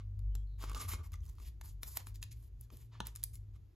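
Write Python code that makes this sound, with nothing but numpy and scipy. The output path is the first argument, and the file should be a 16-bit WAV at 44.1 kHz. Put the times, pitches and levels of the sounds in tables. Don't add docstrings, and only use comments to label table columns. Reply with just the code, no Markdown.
import sys
import numpy as np
from scipy import signal
from scipy.fft import rfft, irfft, next_fast_len
from scipy.io import wavfile
from scipy.ndimage import uniform_filter1d

SR = 44100
rng = np.random.default_rng(int(sys.argv[2]) if len(sys.argv) > 2 else 0)


def waveform_to_disk(signal):
    frames = np.transpose(np.atleast_2d(signal))
    scaled = np.clip(frames, -1, 1) * 32767
    samples = np.round(scaled).astype(np.int16)
    wavfile.write(sys.argv[1], SR, samples)


def natural_amplitude(level_db):
    exponent = np.asarray(level_db, float) / 20
    return 10 ** exponent


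N = 165375
SIZE = next_fast_len(N + SR // 2)
HZ = np.arange(SIZE // 2 + 1) * SR / SIZE + 1e-3
T = np.arange(N) / SR
LEFT_RIGHT = np.array([[1], [-1]])
ALIKE_HZ = 5000


def unit(x):
    return x / np.sqrt(np.mean(x ** 2))


def shape(x, response):
    return irfft(rfft(x, SIZE) * response, SIZE)[..., :N]


def colour(points):
    hz, db = np.array(points).T
    return natural_amplitude(np.interp(np.log(HZ), np.log(hz), db, left=-90, right=-120))


def walk(rate):
    hold = int(SR / rate)
    steps = np.repeat(rng.standard_normal(N // hold + 1), hold)
    return 0.96 * uniform_filter1d(uniform_filter1d(steps, hold), hold)[:N]


def swell(start, length, rise, fall):
    up = np.sin(np.clip((T - start) / rise, 0, 1) * np.pi / 2) ** 2
    return up * np.exp(-np.clip(T - start - length + fall, 0, None) / fall)


def decay(t, t60):
    return np.exp(-np.log(1000) * t / t60)


def grains():
    per_s, spread_db = 10000, 2.1
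    chance, sign, size = rng.random((3, N))
    slips = (chance < per_s / SR) * np.sign(sign - .5)
    return unit(slips * natural_amplitude(-spread_db * np.log(size + 1e-9)))


PART = [0, 0, 1, 1, 1, 1, 2, 2]
LEAN = np.array([[1, 1, .2, 0, 0, 0, 0, 0], [0, 0, 0, 0, .2, .5, 1, 1]])


def band_gain(db, body_db, sizzle_db):
    return natural_amplitude(db + np.array([body_db, sizzle_db]) @ LEAN)


# (t/s, length/s, level/dB, card body re level/dB, sizzle re level/dB)
RUBS = [(0, .015, -60, -2, -30), (0.575, 0.092, -58, -4.5, -7.5), (0.65, 0.088, -59.5, -2.5, -19.5),
        (0.743, 0.051, -57, -0.5, -6.5), (0.785, 0.081, -52, -1.5, -2.5), (0.874, 0.075, -47.5, -10, -1.5),
        (0.932, 0.09, -72.5, 11, -45), (1.027, 0.045, -67.5, -3, -2), (1.119, 0.044, -75.5, -0.5, -2.5),
        (1.181, 0.15, -78.5, -5, 3), (1.351, .15, -69.5, -13.5, -1.5), (1.625, 0.083, -63.5, -8, 5.5),
        (1.804, 0.18, -68, -2.5, 12), (1.985, 0.034, -61, -3, -17.5), (2.054, 0.042, -61.5, -13.5, 1),
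        (2.139, 0.025, -65, -17.5, -4), (2.212, 0.026, -68.5, -1.5, 6), (2.306, 0.036, -64.5, -28, -3.5),
        (2.325, 0.17, -84, -10, 4.5), (2.576, 0.088, -78.5, -16, -0.5), (2.686, 0.12, -72, -9.5, 1),
        (2.906, .092, -63, -4.5, -43), (3.048, 0.034, -55.5, -9.5, -10), (3.163, 0.07, -74.5, -12.5, -3),
        (3.325, 0.037, -69.5, -12, 8),
    (3.53, 0.044, -78.5, -0.5, -11),
    (2.79, 0.09, -81, -12, 4),
]
# (t/s, length/s, level/dB)
DRAGS = [
    (0.594, 0.067, -70.5),
    (0.788, 0.052, -69),
    (1.37, 0.075, -69),
    (2.694, .1, -64),
    (3.048, 0.049, -64),
]


def rubbing():
    def stroke(start, length):
        return swell(start, length, 0.38 * length, 0.014)

    env = sum(np.outer(band_gain(db, body_db, sizzle_db), stroke(s, d))
              for s, d, db, body_db, sizzle_db in RUBS)
    env[0] *= natural_amplitude(-4)
    env[0] += sum(natural_amplitude(db) * stroke(s, d) for s, d, db in DRAGS)
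    patches = natural_amplitude(3.3 * np.array([walk(50) for _ in PART]))
    stutter = natural_amplitude(4 * walk(59.25))
    return env * patches * stutter * np.array([grains() for _ in range(3)])[PART]


# (t/s, peak level/dB, card body re peak/dB, sizzle re
# peak/dB)
SNAPS = [(0.1924, -59, -7.5, 0), (0.3534, -39, -12, -4), (0.6251, -45.5, -3, -5.5),
         (0.6406, -33.5, -6.5, -16.5), (0.6973, -44.5, -17.5, -4.5), (0.7329, -43.5, -5, -11),
         (0.7483, -34.5, -9.5, -13.5), (0.7694, -45, -0.5, -16), (1.1344, -43, -24, -15.5),
         (1.1564, -54, -19, -15.5), (1.292, -57, -24, -6.5), (1.3848, -53.5, -6, -26),
         (1.4591, -62.5, -20, -22), (1.6135, -43, -10, -3.5),
         (1.8327, -34.5, -7.5, -1.5), (1.9707, -33.5, -15, -23), (1.9723, -31.5, -15, 0.5),
              (2.0705, -44.5, -5.5, -3), (2.158, -45, -32.5, -7), (2.2288, -27, -39, -16.5),
              (2.2381, -44.5, -26, -1.5), (2.327, -53.5, -37.5, -1), (2.6116, -66.5, 0, 21),
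              (2.704, -47.5, -9.5, -28.5), (3.0045, -27.5, -9, -21.5), (3.0702, -37.5, -27, -1),
              (3.1539, -49.5, -16.5, 1.5), (3.1606, -40, -21, -2), (3.232, -40.5, -23, -4.5),
              (3.239, -36, -22, 6), (3.356, -47, -44, -7), (3.5618, -65.5, -13.5, -5.5)]
CRACKLES = [(0.6224, -51, -23, -9.5), (0.6314, -47.5, -5.5, -5.5), (0.7166, -45, 1.5, -8),
            (.753, -48.5, -5, -6.5), (0.937, -47, 8.5, -9), (1.121, -55, -7, 0), (1.1295, -58, -11, -5),
            (1.1408, -51, 1.5, -5), (1.243, -67, -18, -6), (1.255, -60.5, -16, 0), (1.264, -57, -15, -5),
            (1.297, -60.5, -14, 2.5), (1.333, -72.5, -5, 3.5), (1.354, -70, -10, 4),
            (1.4008, -54.5, -3.5, -8), (1.659, -52.5, -16, 4), (2.427, -68.5, -3, 6), (2.641, -70, -22, 2),
            (2.7715, -58.5, -13.5, 8), (3.0632, -50.5, -10, -20), (3.171, -52, -13, -9)]


def snaps():
    rise_s, crack_t60_s, crumb_t60_s, crumb_db = 0.00081, 0.0027, 0.026, -10.5
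    part_db = np.array((1, -4, -1))[PART]
    tint_db = 2.0
    lead = SR // 100
    t = np.arange(-lead, SR // 8) / SR
    crack, crumbs = decay(t, crack_t60_s), decay(t, crumb_t60_s)
    pop = np.where(t < 0, np.exp(t / rise_s), crack + natural_amplitude(crumb_db) * (crumbs - crack))
    env = np.zeros((8, N + SR // 5))
    rows = SNAPS + CRACKLES
    tints = rng.standard_normal((len(rows), 8))
    for (s, db, body_db, sizzle_db), tint in zip(rows, tints):
        size = band_gain(db, body_db, sizzle_db) * natural_amplitude(part_db + tint_db * tint)
        first = int(s * SR) - lead
        env[:, first:first + len(t)] += np.outer(size, pop)
    return env[:, :N] * rng.standard_normal(N)


# (f/Hz, width/Hz, boost level/dB)
RINGS = [(1006, 123, 10.5), (1870, 66, 7.5), (4740, 320, 4), (7100, 740, -0.5), (11150, 2000, -4)]


def rings(bend):
    response = 1
    for hz, width, db in RINGS:
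        detune = (HZ / hz / bend - hz * bend / HZ) * hz / width
        response = response * (1 + (natural_amplitude(db) - 1) / (1 + 1j * detune))
    return response


# (f/Hz, level/dB per Hz)
FILM = [(120, -10), (250, -4), (700, -13.5), (2300, -3.5), (6000, -2.5), (9500, 12), (13000, 6),
        (16000, 6.5)]
EDGES_HZ = np.array([600, 1500, 2600, 4000, 5800, 8300, 11000])


def plastic(drive):
    below = [0 * HZ] + [1 / (1 + (HZ / hz) ** 10) for hz in EDGES_HZ] + [1 + 0 * HZ]
    bands = colour(FILM) * np.diff(below, axis=0)
    power = np.bincount(PART, np.mean(np.abs(bands * rings(0.96)) ** 2, axis=1))
    level_bands = bands / np.sqrt(power[PART, None])
    film = irfft((rfft(drive, SIZE) * level_bands).sum(axis=0), SIZE)[:N]
    bend = np.clip(1 + walk(18), 0, 2)
    out = np.zeros(N)
    for k, ratio in enumerate((.93, 1.03, 1.16)):
        nearness = np.clip(1 - np.abs(bend - k), 0, 1)
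        out += shape(film * nearness, rings(ratio))
    return out


# (t/s, peak level/dB, f/Hz, t60/s)
PINGS = [(1.137, -48.5, 6200, 0.0092), (1.14, -49, 2020, 0.022), (1.158, -53, 6200, 0.0067),
         (1.206, -58.5, 6100, 0.0083), (1.234, -59, 3230, 0.0071), (1.28, -54, 6100, 0.0076),
         (1.292, -56.5, 6200, 0.0095), (1.386, -66, 900, 0.0075), (1.44, -57, 720, 0.013),
         (1.9726, -20.5, 12230, 0.0029), (2.952, -49.5, 1140, .02)]


def pings():
    out = np.zeros(N)
    t = np.arange(SR // 20) / SR
    for s, db, hz, t60 in PINGS:
        onset = np.minimum(t * hz / 2, 1)
        first = int(s * SR)
        out[first:first + len(t)] += natural_amplitude(db) * np.sin(2 * np.pi * hz * t) * decay(t, t60) * onset
    return out


# (t/s, level/dB)
KNOCKS = [
    (3.004, -41.5),
]
# (f/Hz, level/dB, t60/s)
TABLE = [(202.3, 0.83, 0.059), (325, -1.3, 0.02)]


def knocks():
    out = np.zeros(N)
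    for s, level_db in KNOCKS:
        t = np.clip(T - s, 0, 1)
        for (hz, db, t60), drift in zip(TABLE, rng.standard_normal(len(TABLE))):
            tone = np.sin(2 * np.pi * hz * (1 + 0.01 * drift) * t)
            out += natural_amplitude(level_db + db) * tone * decay(t, t60)
    return out


# (t/s, length/s)
TREBLE_TURNS = [(.57, .1), (.68, .1), (1.12, .04), (1.23, .13), (1.82, .02), (1.962, .018), (2.06, .11),
                (2.2, .045), (2.6, .05), (3.055, .035), (3.148, .02), (3.225, .025), (3.34, .035)]


def treble_turns(hands):
    treble = shape(hands, 1 / (1 + (7500 / HZ) ** 8))
    turns = sum((-1) ** k * swell(s, d, .004, 0.0027) for k, (s, d) in enumerate(TREBLE_TURNS))
    return LEFT_RIGHT * (.24 * turns * treble)


def room(hands):
    t60_s, level_db, damp_hz = 0.26, -10, 9600
    t = np.arange(SR // 2) / SR
    tail = rng.standard_normal((2, len(t))) * decay(t, t60_s) * (t > .003)
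    tail = tail / np.sqrt(np.sum(tail ** 2) / 2)
    mid, side = rfft(tail, SIZE) / (1 + (HZ / damp_hz) ** 2)
    side = side / (1 + (HZ / ALIKE_HZ) ** 3)
    return natural_amplitude(level_db) * shape(hands, np.array([mid + side, mid - side]))


# (t/s, firing f/Hz, level/dB, octave level/dB)
ENGINE = [(0, 49.9, -51.5, -47), (0.17, 49.79, -41, -44), (.7, 48.68, -43, -51.5), (.95, 49.06, -50.5, -58),
          (1.349, 46.29, -47.5, -57), (1.478, 46.26, -71, -81), (1.619, 47.42, -51.5, -59),
          (1.951, 47.58, -54, -59.5), (2.17, 51.44, -61.5, -48.5), (2.548, 58.02, -50.5, -62.5),
          (2.802, 56.87, -78, -61), (3.049, 55.05, -45, -54), (3.551, 49.73, -62.5, -50.5),
          (3.75, 48, -67.5, -64.5)]


def engine():
    table = np.array(ENGINE)

    def read(col):
        return uniform_filter1d(np.interp(T, table[:, 0], table[:, col]), SR // 40)

    phase = 2 * np.pi * np.cumsum(read(1) * (1 + 0.01 * walk(8.75))) / SR
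    out = sum(natural_amplitude(read(k + 1) + 3.5 * walk(9.5)) * np.sin(k * phase + k) for k in (1, 2))
    return np.sqrt(2) * out


# (t/s, length/s, f/Hz, sag/Hz per s, level/dB)
PASSER = (.83, .42, 84, -10, -46)


def passer():
    s, d, hz, sag, db = PASSER
    t = T - s
    level = natural_amplitude(db + 2 * walk(9.13)) * swell(s, d, 0.058, 0.054)
    return np.sqrt(2) * level * np.sin(2 * np.pi * (hz + sag * t / 2) * t)


# (f/Hz, level/dB per Hz)
FLOOR = [(22, -41.5), (48, 4.5), (68, -4), (125, -12.5), (170, -27.5), (400, -52)]


def street_rumble():
    widths = np.array([1 + 0 * HZ, np.minimum(HZ / 487, 1)])
    mid, side = shape(rng.standard_normal((2, N)), colour(FLOOR) * widths)
    level = natural_amplitude(-53 + 2.5 * walk(2.7) + 2.5 * walk(26.05))
    fade = np.clip((N / SR - T) / 0.17, .2, 1)
    return unit(mid + LEFT_RIGHT * side) * level * fade


# (f/Hz, level/dB per Hz)
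HISS = [(130, 14), (340, 22), (600, 6.5), (1500, 0), (7000, -5), (12500, -5.5), (16000, -18.5)]


def hiss():
    widths = 1 / np.array([1 + 0 * HZ, 1 + (HZ / ALIKE_HZ) ** 6])
    mid, side = shape(rng.standard_normal((2, N)), colour(HISS) * widths)
    return natural_amplitude(-76.5) * unit(mid + 0.64 * LEFT_RIGHT * side)


# (t/s, length/s, from f/Hz, to f/Hz, level/dB, roughness from 0 = clear to about 1 = hoarse)
BIRD = [
    (0.297, 0.14, 2950, 3350, -84, 0),
    (0.454, 0.15, 4260, 3900, -82, 1.16),
]


def bird():
    out = np.zeros(N)
    for s, d, hz, end_hz, db, rough in BIRD:
        glide = hz + (end_hz - hz) * np.clip((T - s) / d, 0, 1)
        hoarse = 1 - rough + rough * walk(760)
        whistle = np.sin(2 * np.pi * np.cumsum(glide) / SR)
        out += natural_amplitude(db) * hoarse * swell(s, d, 0.032, .006) * whistle
    return np.sqrt(2) * out


def scene():
    hands = plastic(rubbing() + snaps()) + knocks() + pings()
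    near = hands + treble_turns(hands) + room(hands)
    return near + engine() + passer() + street_rumble() + hiss() + bird()


def low_pass(x):
    return signal.sosfilt(signal.butter(12, 16430, fs=SR, output="sos"), x)


# (f/Hz, half turns that left leads)
PORTS = [(0, 0), (3450, -.2), (5700, -.35), (6900, .1), (8250, .97), (9850, 1.04), (11600, 2), (13400, 2),
         (14400, 3)]
LEFT_DB = (1.0, -1.2, 0)


def record(dry):
    port_hz, half_turns = np.array(PORTS).T
    left_db = np.interp(np.log(HZ), np.log([80, 700, 7000]), LEFT_DB)
    lead = np.interp(HZ, port_hz, half_turns)
    port = natural_amplitude(left_db / 2) * np.exp(.5j * np.pi * lead)
    mix = shape(dry, np.array([port, 1 / port]))
    return low_pass(mix)


dry = scene()
out = record(dry)
waveform_to_disk(out)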